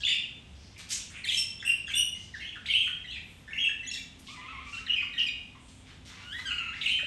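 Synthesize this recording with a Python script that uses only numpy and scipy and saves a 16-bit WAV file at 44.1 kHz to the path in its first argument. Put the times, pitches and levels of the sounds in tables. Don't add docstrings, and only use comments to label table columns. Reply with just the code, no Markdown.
import sys
import numpy as np
from scipy import signal
from scipy.fft import rfft, irfft, next_fast_len
from scipy.io import wavfile
from scipy.ndimage import map_coordinates

SR = 44100
rng = np.random.default_rng(int(sys.argv[2]) if len(sys.argv) > 2 else 0)


def decibels_to_gain(level_db):
    exponent = np.asarray(level_db, float) / 20
    return 10 ** exponent


def inscribe(sig):
    pcm = np.round(np.clip(np.atleast_2d(sig).T, -1, 1) * 32767)
    wavfile.write(sys.argv[1], SR, pcm.astype(np.int16))


N = 311346

# pitch_hz, density_db [per Hz]
TRAFFIC_SPECTRUM = [(12, -32), (20, -18.5), (49, -0.5), (80, -2), (245, -6.5), (304, -12.5), (500, -21),
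                    (650, -32.5), (1100, -120)]
# pitch_hz, density_db [per Hz]
AIR_SPECTRUM = [(240, -15), (400, -7.5), (715, -3), (1170, -6.5), (1510, -7.5), (2970, -2.5), (3510, -2),
                (4290, -12), (8400, -15), (10100, -26.5), (11200, -22.5), (13300, -61), (15400, -49),
                (15900, -130)]
# start_s, level_db
MOTOR_LEVEL = [
    (3.4, -81),
    (3.6, -58.5),
    (7.1, -60),
]
# pitch_hz, gain_db
MICROPHONE = [(9000, -1.5), (9600, -3.5), (10200, -30), (10750, -6), (11500, -0.5), (12500, -22.5),
              (13500, -41), (14600, -22), (15400, -27), (15900, -70)]
# pitch_hz, t60_s
SHELTER_DECAY = [(1000, 0.52), (3000, 0.55), (6000, 0.48), (12000, 0.3)]

SOFT_PARTIALS = [0, -11.5, -18, -19, -21.5]
PRESSED_PARTIALS = [-11, -1.5, -11, -9.5, -22.5]
THROATY_PARTIALS = [6.5, -14.5, -28.5, -19.5]

# start_s, overtones_db
FACING_MICROPHONE = [(.03, -25.5), (.12, -25), (1.25, -15), (1.33, -31), (1.63, -19.5), (1.9, -14),
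                     (2.36, -19), (2.5, -30), (2.7, -22.5), (3.1, -25.5), (3.6, -28), (3.9, -18),
                     (4.75, -23), (4.89, -31.5), (5.0, -26), (5.2, -32), (6.85, -25.5), (7.0, -26.5)]
# start_s, from_hz, to_hz, level_db
FAST_GLIDES = [(.031, 2596, 3170, -21.5), (.045, 3210, 3600, -21), (.056, 3320, 2750, -35),
               (.076, 3490, 2760, -31), (.064, 2333, 1780, -32.5), (.095, 1870, 2380, -33.5),
               (.122, 2793, 2310, -25.5), (1.29, 3580, 3050, -29), (1.316, 4350, 3500, -27),
               (2.52, 2410, 2880, -35.5), (2.545, 1930, 1313, -39.5), (2.867, 1596, 2240, -42),
               (3.051, 4130, 3670, -42.5), (3.103, 3680, 4300, -37), (3.159, 1735, 2120, -39.5),
               (3.634, 2820, 3130, -35), (3.686, 1618, 1850, -31), (4.859, 2166, 1690, -37.5),
               (5.13, 4090, 3480, -41), (5.174, 3000, 2590, -26), (5.546, 1177, 935, -49),
               (6.986, 1980, 1770, -32), (6.99, 1310, 1770, -42.5)]
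MIDDLING_GLIDES = [(.084, 4400, 4930, -34), (.132, 5340, 4860, -42), (1.87, 1660, 2280, -48),
                   (1.874, 1723, 1520, -37.5), (2.66, 4100, 3940, -31), (3.572, 2573, 3250, -25.5),
                   (3.933, 3950, 3430, -31.5), (4.743, 3620, 4020, -45.5), (4.875, 3170, 2570, -31),
                   (4.895, 2994, 2600, -26.5), (5.007, 2006, 2510, -32), (6.875, 4260, 3470, -34.5)]
SLOW_GLIDES = [(1.255, 3380, 4120, -39), (1.263, 2260, 2600, -31.5), (1.295, 3047, 2660, -28),
               (1.69, 2670, 2375, -33), (1.866, 3430, 2900, -36.5), (2.157, 3030, 2900, -36),
               (2.36, 1658, 2210, -43.5), (2.392, 2910, 2480, -39.5), (2.432, 2700, 2900, -45),
               (2.44, 2837, 3420, -36), (2.712, 2700, 2900, -26.5), (2.682, 2128, 2420, -30.5),
               (3.071, 2813, 3730, -38), (3.139, 2680, 2260, -36), (4.915, 3134, 2280, -30.5),
               (5.17, 3260, 3400, -36.5), (5.185, 2978, 2700, -22), (5.198, 3270, 2860, -29.5),
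               (6.815, 2910, 2500, -37.5)]
# start_s, length_s, pitch_hz, level_db
HELD_NOTES = [(0, 0.034, 1647, -50), (0, 0.0087, 3230, -39), (1.269, 0.017, 2670, -37),
              (1.594, 0.017, 3470, -36.5), (1.622, 0.0072, 1650, -35), (1.951, 0.035, 3560, -39),
              (2.405, 0.019, 2165, -36), (2.466, 0.036, 3410, -46), (3.035, 0.018, 2120, -55),
              (3.04, 0.0087, 2003, -36), (3.474, 0.036, 1783, -37.5), (3.529, 0.0067, 2700, -26.5),
              (4.794, 0.026, 1324, -44.5), (5.017, 0.022, 1407, -48.5), (5.129, 0.077, 3724, -47),
              (5.193, 0.0065, 2420, -34), (5.28, 0.014, 2476, -24.5), (7.038, .058, 2550, -45)]
# start_s, length_s, pitch_hz, level_db
BEAK_PARTIALS = [
    (2.7, .06, 15000, -62),
    (2.76, .1, 12900, -52),
    (2.82, .06, 15000, -56),
    (3.6, .07, 15000, -58),
    (3.6, .07, 12900, -52),
    (4.955, .07, 15100, -52),
    (4.96, 0.051, 12600, -60),
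    (5.22, .05, 15000, -65),
    (6.944, .07, 15100, -58),
]
# start_s, length_s, pitch_hz, level_db, overtones_db
LOUD_NOTES = [(.049, 0.068, 3540, -24.5, -18), (1.34, 0.0076, 3106, -17, -14),
              (1.369, 0.024, 2707, -27, 6.5), (1.932, 0.013, 3493, -22, -25),
              (1.965, 0.051, 2900, -21, -11), (2.761, .105, 3203, -24, -30), (3.6, 0.042, 3253, -25.5, -22),
              (3.909, 0.0082, 2697, -27.5, -5.5), (4.89, 0.023, 2873, -20, -43),
              (4.93, 0.0073, 3143, -19.5, -30), (4.957, 0.036, 2510, -26, -23.5),
              (5.214, .016, 2840, -19, -29)]
# start_s, length_s, from_hz, to_hz, level_db
REEDY_GLIDES = [(0.114, 0.027, 2940, 2495, -23), (1.619, 0.017, 2214, 1680, -38.5),
                (1.91, 0.015, 2140, 2830, -31), (1.936, 0.013, 2740, 2900, -24),
                (2.414, 0.028, 3190, 2870, -40), (2.695, 0.023, 3353, 2644, -22),
                (2.732, 0.03, 2570, 3216, -18), (2.8, 0.049, 2900, 2438, -27.5),
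                (3.117, 0.02, 2740, 2480, -36.5), (3.504, 0.072, 2265, 2003, -40),
                (3.636, .025, 2878, 2586, -18), (3.942, 0.016, 2165, 1650, -41),
                (6.829, 0.017, 2343, 2056, -28.5), (6.854, 0.018, 3077, 2458, -19.5),
                (6.889, 0.021, 2378, 3100, -22), (7.002, 0.052, 2410, 2900, -33.5)]
# start_s, length_s, pitch_hz, level_db, overtones_db
REEDY_NOTES = [(1.248, 0.033, 3150, -35, -11), (1.307, 0.013, 2075, -31.5, -26),
               (1.646, 0.021, 2690, -30, -9), (1.658, 0.019, 2880, -27.5, -9.5),
               (1.672, 0.046, 2743, -21.5, -16), (1.898, 0.0057, 2685, -24.5, -18),
               (2.144, 0.03, 2080, -49.5, -3), (2.867, 0.015, 1470, -39, -14),
               (3.557, 0.019, 2280, -35.5, -21), (3.826, 0.029, 1982, -38, -15.5),
               (3.976, 0.015, 2350, -38, -10), (5.022, 0.012, 1170, -41, -7),
               (5.133, 0.023, 1973, -39, -22), (5.161, 0.017, 1870, -34.5, -24),
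               (6.908, 0.033, 3078, -21, -27.5), (6.959, 0.028, 2493, -30.5, -19),
               (6.455, 0.026, 1590, -41, 1.5)]
# start_s, pitch_hz, level_db, overtones_db
REEDY_CLIMB = [
    (1.945, 2782, -26, -6.5),
    (1.965, 2840, -24.5, -5),
    (1.99, 2964, -24.5, -3),
    (2.012, 2936, -27, -7),
]

# start_s, length_s, level_db, centre_hz
RASPED_CALLS = [(1.14, 0.082, -51, 2540), (2.82, .07, -64, 9200), (0.021, 0.023, -49, 3600),
                (5.19, 0.014, -56.5, 4700), (0.068, 0.054, -33.5, 2890), (0.55, 0.19, -63.5, 5070),
                (1.1, 0.024, -65, 8200), (.908, 0.011, -65, 5500), (0.76, 0.036, -58, 2400),
                (1.16, 0.033, -65.5, 7900), (1, 0.013, -54.5, 3030), (.925, .012, -45, 6900),
                (2.659, 0.09, -39, 3120), (4.269, 0.035, -52.5, 3300), (4.326, 0.64, -55, 2260),
                (4.353, 0.36, -59.5, 3300), (5.594, 0.23, -67, 8040), (6.463, 0.34, -51.5, 2170),
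                (6.81, 0.018, -41, 3130)]
# start_s, length_s, level_db, centre_hz
FEATHER_RUSTLES = [(0, 0.021, -59, 4900), (.059, 0.049, -54, 6050), (1.093, .11, -56, 1990),
                   (1.244, 0.018, -57.5, 7750), (1.285, 0.14, -46, 7100), (2.14, 0.18, -61, 5200),
                   (2.32, 0.078, -58.5, 4030), (3.2, 0.24, -69.5, 10500), (3.92, 0.054, -49.5, 4600),
                   (4.232, .15, -59.5, 5350), (4.645, 0.17, -57.5, 5300), (5.68, 0.029, -68.5, 3980),
                   (6.206, 0.45, -64.5, 7100), (6.805, 0.14, -56, 5760)]
# start_s, length_s, level_db, centre_hz
CLAW_SCRAPES = [(.778, 0.018, -60, 4950), (.793, 0.026, -53.5, 2780), (.888, 0.021, -52, 4450),
                (.904, 0.031, -39.5, 4150), (2.656, 0.027, -57, 3130), (4.19, 0.017, -62.5, 9150),
                (5.86, 0.083, -59, 2250), (6.05, 0.055, -56, 3350), (6.093, 0.16, -54, 1980),
                (6.384, 0.022, -52.5, 1570), (6.743, 0.052, -54, 2030)]

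# start_s, length_s, from_hz, to_hz, level_db
CLOSE_GLIDES = [(0.017, 0.0081, 2750, 4340, -36.5), (1.24, 0.013, 4440, 3520, -31.5),
                (1.242, 0.021, 2240, 1690, -34), (1.286, 0.018, 3804, 3037, -21.5),
                (2.338, .024, 1950, 1610, -33.5), (2.656, .009, 1490, 4280, -31),
                (3.849, 0.013, 4440, 3370, -43.5), (3.901, 0.0073, 4500, 3900, -35.5),
                (4.863, 0.01, 4250, 3500, -36), (5.18, .016, 3254, 2750, -24),
                (5.284, 0.011, 4040, 3470, -33), (6.813, 0.0138, 4165, 3323, -30.5)]
# start_s, pitch_hz, level_db, overtones_db
CLOSE_BENDS = [
    [(3.862, 2744, -47, -6), (3.872, 3150, -39, -1), (3.88, 3450, -39, 3), (3.9, 3310, -33, 1)],
    [(5.264, 2555, -28, -14), (5.275, 2440, -31.5, -8.5), (5.29, 2370, -31, -9)],
]

# start_s, from_hz, to_hz, level_db
NEAR_MURMURS = [(4.28, 1080, 1257, -47), (4.328, 1240, 1174, -50), (4.37, 992, 1034, -45.5),
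                (4.409, 1175, 1210, -46), (4.44, 1004, 1093, -48), (4.481, 1280, 1317, -41),
                (4.524, 1133, 1070, -41.5), (4.565, 1081, 1049, -47), (4.601, 1198, 1350, -47.5),
                (4.661, 1185, 1153, -44.5), (6.113, 1014, 1040, -59), (6.166, 1122, 1155, -53.5),
                (6.238, 1114, 1070, -64)]
# start_s, pitch_hz, level_db, overtones_db
NEAR_WARBLES = [
    [(4.728, 1396, -44.5, 6.5), (4.765, 1362, -46, 4.5), (4.782, 1547, -44, 3.5), (4.79, 1670, -38, -14),
     (4.8, 2420, -39, -27)],
    [(6.22, 1330, -58, 5), (6.255, 1452, -49, -7), (6.29, 1425, -48, 2), (6.318, 1528, -47.5, 2),
     (6.33, 1682, -37, -1.5), (6.352, 1894, -32, -20), (6.4, 2000, -32.5, -14), (6.445, 2000, -38, -19)],
    [(6.453, 1653, -39.5, -2), (6.49, 1470, -38, 1), (6.57, 1441, -41.5, -5), (6.65, 1279, -44, 3),
     (6.728, 1421, -35, -4), (6.748, 2100, -14.5, -24)],
]
# start_s, from_hz, to_hz, level_db
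NEAR_SQUEEZES = [
    (6.497, 1466, 1207, -45),
    (6.5, 1426, 1470, -44.5),
    (6.58, 1474, 1298, -43),
    (6.68, 1405, 1346, -46.5),
]

# start_s, pitch_hz, level_db, t60_s
FEEDER_KNOCK = (7.031, 590, -34, .035)


def unit(x):
    return x / np.sqrt(np.mean(x ** 2) + 1e-20)


def along(points, hz):
    f, v = np.transpose(points)
    return np.interp(np.log(hz + 1), np.log(f + 1), v)


def filtered(x, response):
    m = next_fast_len(len(x) + 8192)
    return irfft(rfft(x, m) * response(np.fft.rfftfreq(m, 1 / SR)), m)[:len(x)]


def wobble(rate, size=N):
    knots = rng.standard_normal(int(N * rate / SR) + 4)
    return map_coordinates(knots, [np.arange(size) * rate / SR])


def traffic_and_air():
    rumble = unit(filtered(rng.standard_normal(N), lambda f: decibels_to_gain(along(TRAFFIC_SPECTRUM, f))))
    air = unit(filtered(rng.standard_normal(N), lambda f: decibels_to_gain(along(AIR_SPECTRUM, f) - along(MICROPHONE, f))))
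    return decibels_to_gain(-53.5 + 0.16 * wobble(1.8)) * rumble + decibels_to_gain(-57.5 + 0.32 * wobble(4.1)) * air


def motors():
    t = np.arange(N) / SR
    hum_db = np.interp(t, *np.transpose(MOTOR_LEVEL)) + 0.39 * wobble(12)
    hum = decibels_to_gain(hum_db) * np.sin(2 * np.pi * 259 * t + 1.25 * wobble(3.1))
    low = decibels_to_gain(-58 + 5.1 * wobble(5.06)) * np.sin(2 * np.pi * 68 * t + 1.5 * wobble(19))
    upper = decibels_to_gain(-60 + 3.5 * wobble(4)) * np.sin(2 * np.pi * 97 * t + 1.1 * wobble(3.6))
    return hum + low + upper


def syrinx(tracks, partials_db, edge, waver, rough, lag=0):
    out = np.zeros(N + SR)
    shake = wobble(160, size=N + SR)
    flutter = 1 + rough * wobble(700, size=N + SR)
    for track in tracks:
        s, *controls = np.transpose(track)
        length = s[-1] - s[0]
        i = round((s[0] + lag) * SR)
        u = np.linspace(0, 1, round(length * SR))
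        hz, db, over_db = [np.interp(s[0] + u * length, s, c) for c in controls]
        phase = 2 * np.pi * np.cumsum(hz * (1 + waver * shake[i:i + len(u)])) / SR
        voice = np.sin(phase)
        for k, partial_db in enumerate(partials_db, 2):
            if k * hz.max() < SR / 2.5:
                voice = voice + decibels_to_gain(over_db + partial_db) * np.sin(k * phase)
        attack = np.clip(u * length / 0.0028, 0, 1)
        out[i:i + len(u)] += decibels_to_gain(db) * attack * (1 - u ** 2) ** edge * voice
    return (out * flutter)[:N]


def note(s, length, hz0, hz1, db, over_db):
    return [(s, hz0, db, over_db), (s + length, hz1, db, over_db)]


def held(s, length, hz, db, over_db):
    return note(s, length, hz, hz, db, over_db)


def overtones_db(s, hz):
    off_tract_db = 17.5
    return np.interp(s, *np.transpose(FACING_MICROPHONE)) + off_tract_db * np.abs(np.log2(hz / 2900))


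def soft_calls(lag):
    tracks = []
    for rows, speed in [(FAST_GLIDES, 23), (MIDDLING_GLIDES, 12), (SLOW_GLIDES, 5.5)]:
        for s, a, b, db in rows:
            length = np.abs(np.log2(b / a)) / speed
            tracks.append(note(s, length, a, b, db, overtones_db(s, np.sqrt(a * b))))
    for rows in [HELD_NOTES, BEAK_PARTIALS]:
        for s, length, hz, db in rows:
            tracks.append(held(s, length, hz, db, overtones_db(s, hz)))
    return syrinx(tracks, SOFT_PARTIALS, edge=0.23, waver=0.012, rough=0.45, lag=lag)


def click_hiss():
    beat = np.cumsum(210 * decibels_to_gain(2 * wobble(60))) / SR
    clicks = 0.5 + 1.4 * np.exp(-7 * (beat % 1))
    return rng.standard_normal(N) * clicks * decibels_to_gain(1.4 * wobble(25))


def noise_bursts(rows, source, octaves, swell):
    out = np.zeros(N + SR)
    for s, length, db, hz in rows:
        i = round(s * SR)
        u = np.linspace(0, 1, round(length * SR))
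        burst = source[i:i + len(u)] * np.abs(np.sin(np.pi * u)) ** swell
        burst = np.pad(burst, (0, 2048))
        burst = filtered(burst, lambda f: np.exp(-.5 * (np.log2((f + 1) / hz) / octaves) ** 2))
        out[i:i + len(burst)] += decibels_to_gain(db) * unit(burst) * np.sqrt(len(burst) / len(u))
    return out[:N]


def rustles(source):
    return noise_bursts(FEATHER_RUSTLES, source, octaves=0.5, swell=.6)


def rasps(source):
    return noise_bursts(RASPED_CALLS, source, octaves=0.25, swell=.15)


def close_bird():
    glides = [note(*row, -26.5) for row in CLOSE_GLIDES]
    return syrinx(glides + CLOSE_BENDS, SOFT_PARTIALS, edge=.3, waver=.008, rough=.2)


def loud_notes(lag):
    tracks = [held(*row) for row in LOUD_NOTES]
    return syrinx(tracks, SOFT_PARTIALS, edge=.27, waver=.009, rough=.24, lag=lag)


def pressed_calls(lag):
    tracks = [REEDY_CLIMB] + [held(*row) for row in REEDY_NOTES]
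    for s, length, a, b, db in REEDY_GLIDES:
        tracks.append(note(s, length, a, b, db, overtones_db(s, np.sqrt(a * b)) - 4))
    return syrinx(tracks, PRESSED_PARTIALS, edge=0.33, waver=0.013, rough=0.42, lag=lag)


def scrapes(source):
    return noise_bursts(CLAW_SCRAPES, source, octaves=0.93, swell=.25)


def near_bird():
    murmurs = [note(s, 0.0494, a, b, db, -5) for s, a, b, db in NEAR_MURMURS]
    squeezes = [note(s, 0.034, a, b, db, 10.5) for s, a, b, db in NEAR_SQUEEZES]
    return syrinx(murmurs + NEAR_WARBLES + squeezes, THROATY_PARTIALS, edge=.5, waver=.015, rough=.34)


def knock():
    s, hz, db, t60 = FEEDER_KNOCK
    t = np.clip(np.arange(N) / SR - s, 0, None)
    return decibels_to_gain(db - 60 * t / t60) * (1 - np.exp(-t / 0.0018)) * np.sin(2 * np.pi * hz * t)


def shelter(x, count=24):
    out = np.zeros(N + 2 * SR)
    step = N // count + 1
    for k in range(-1, count):
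        start = max(k * step, 0)
        part = x[start:(k + 2) * step]
        fade = 1 - np.abs((np.arange(len(part)) + start) / step - k - 1)
        hz, t, z = signal.stft(rng.standard_normal(SR), SR, nperseg=256)
        decay = decibels_to_gain(-60 * t / along(SHELTER_DECAY, hz)[:, None])
        tail = signal.istft(z * decay, SR, nperseg=256)[1]
        tail = tail * (1 - np.exp(-np.arange(len(tail)) / SR / 0.0042))
        tail = filtered(tail, lambda f: np.sqrt(.55 / along(SHELTER_DECAY, f)))
        wet = signal.fftconvolve(part * np.sqrt(np.abs(fade)), tail / np.linalg.norm(tail))
        out[start:][:len(wet)] += wet
    return out[:N]


def scene():
    lag = .003
    rough = click_hiss()
    far = soft_calls(lag) + loud_notes(lag) + pressed_calls(lag)
    far = far + rustles(rough) + rasps(rough) + scrapes(rough)
    close = close_bird()
    near = near_bird()
    echo = shelter(far + decibels_to_gain(-4) * near + decibels_to_gain(-3) * close)
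    birds = decibels_to_gain(-2.5) * far + decibels_to_gain(-2) * near + close + echo
    return (birds + knock() + traffic_and_air() + motors())[None]


def roll_off(x):
    return signal.sosfilt(signal.butter(12, 16630, fs=SR, output="sos"), x)


def record(dry):
    mix = filtered(dry[0], lambda f: decibels_to_gain(along(MICROPHONE, f)))[None]
    return roll_off(mix)


dry = scene()
out = record(dry)
inscribe(out)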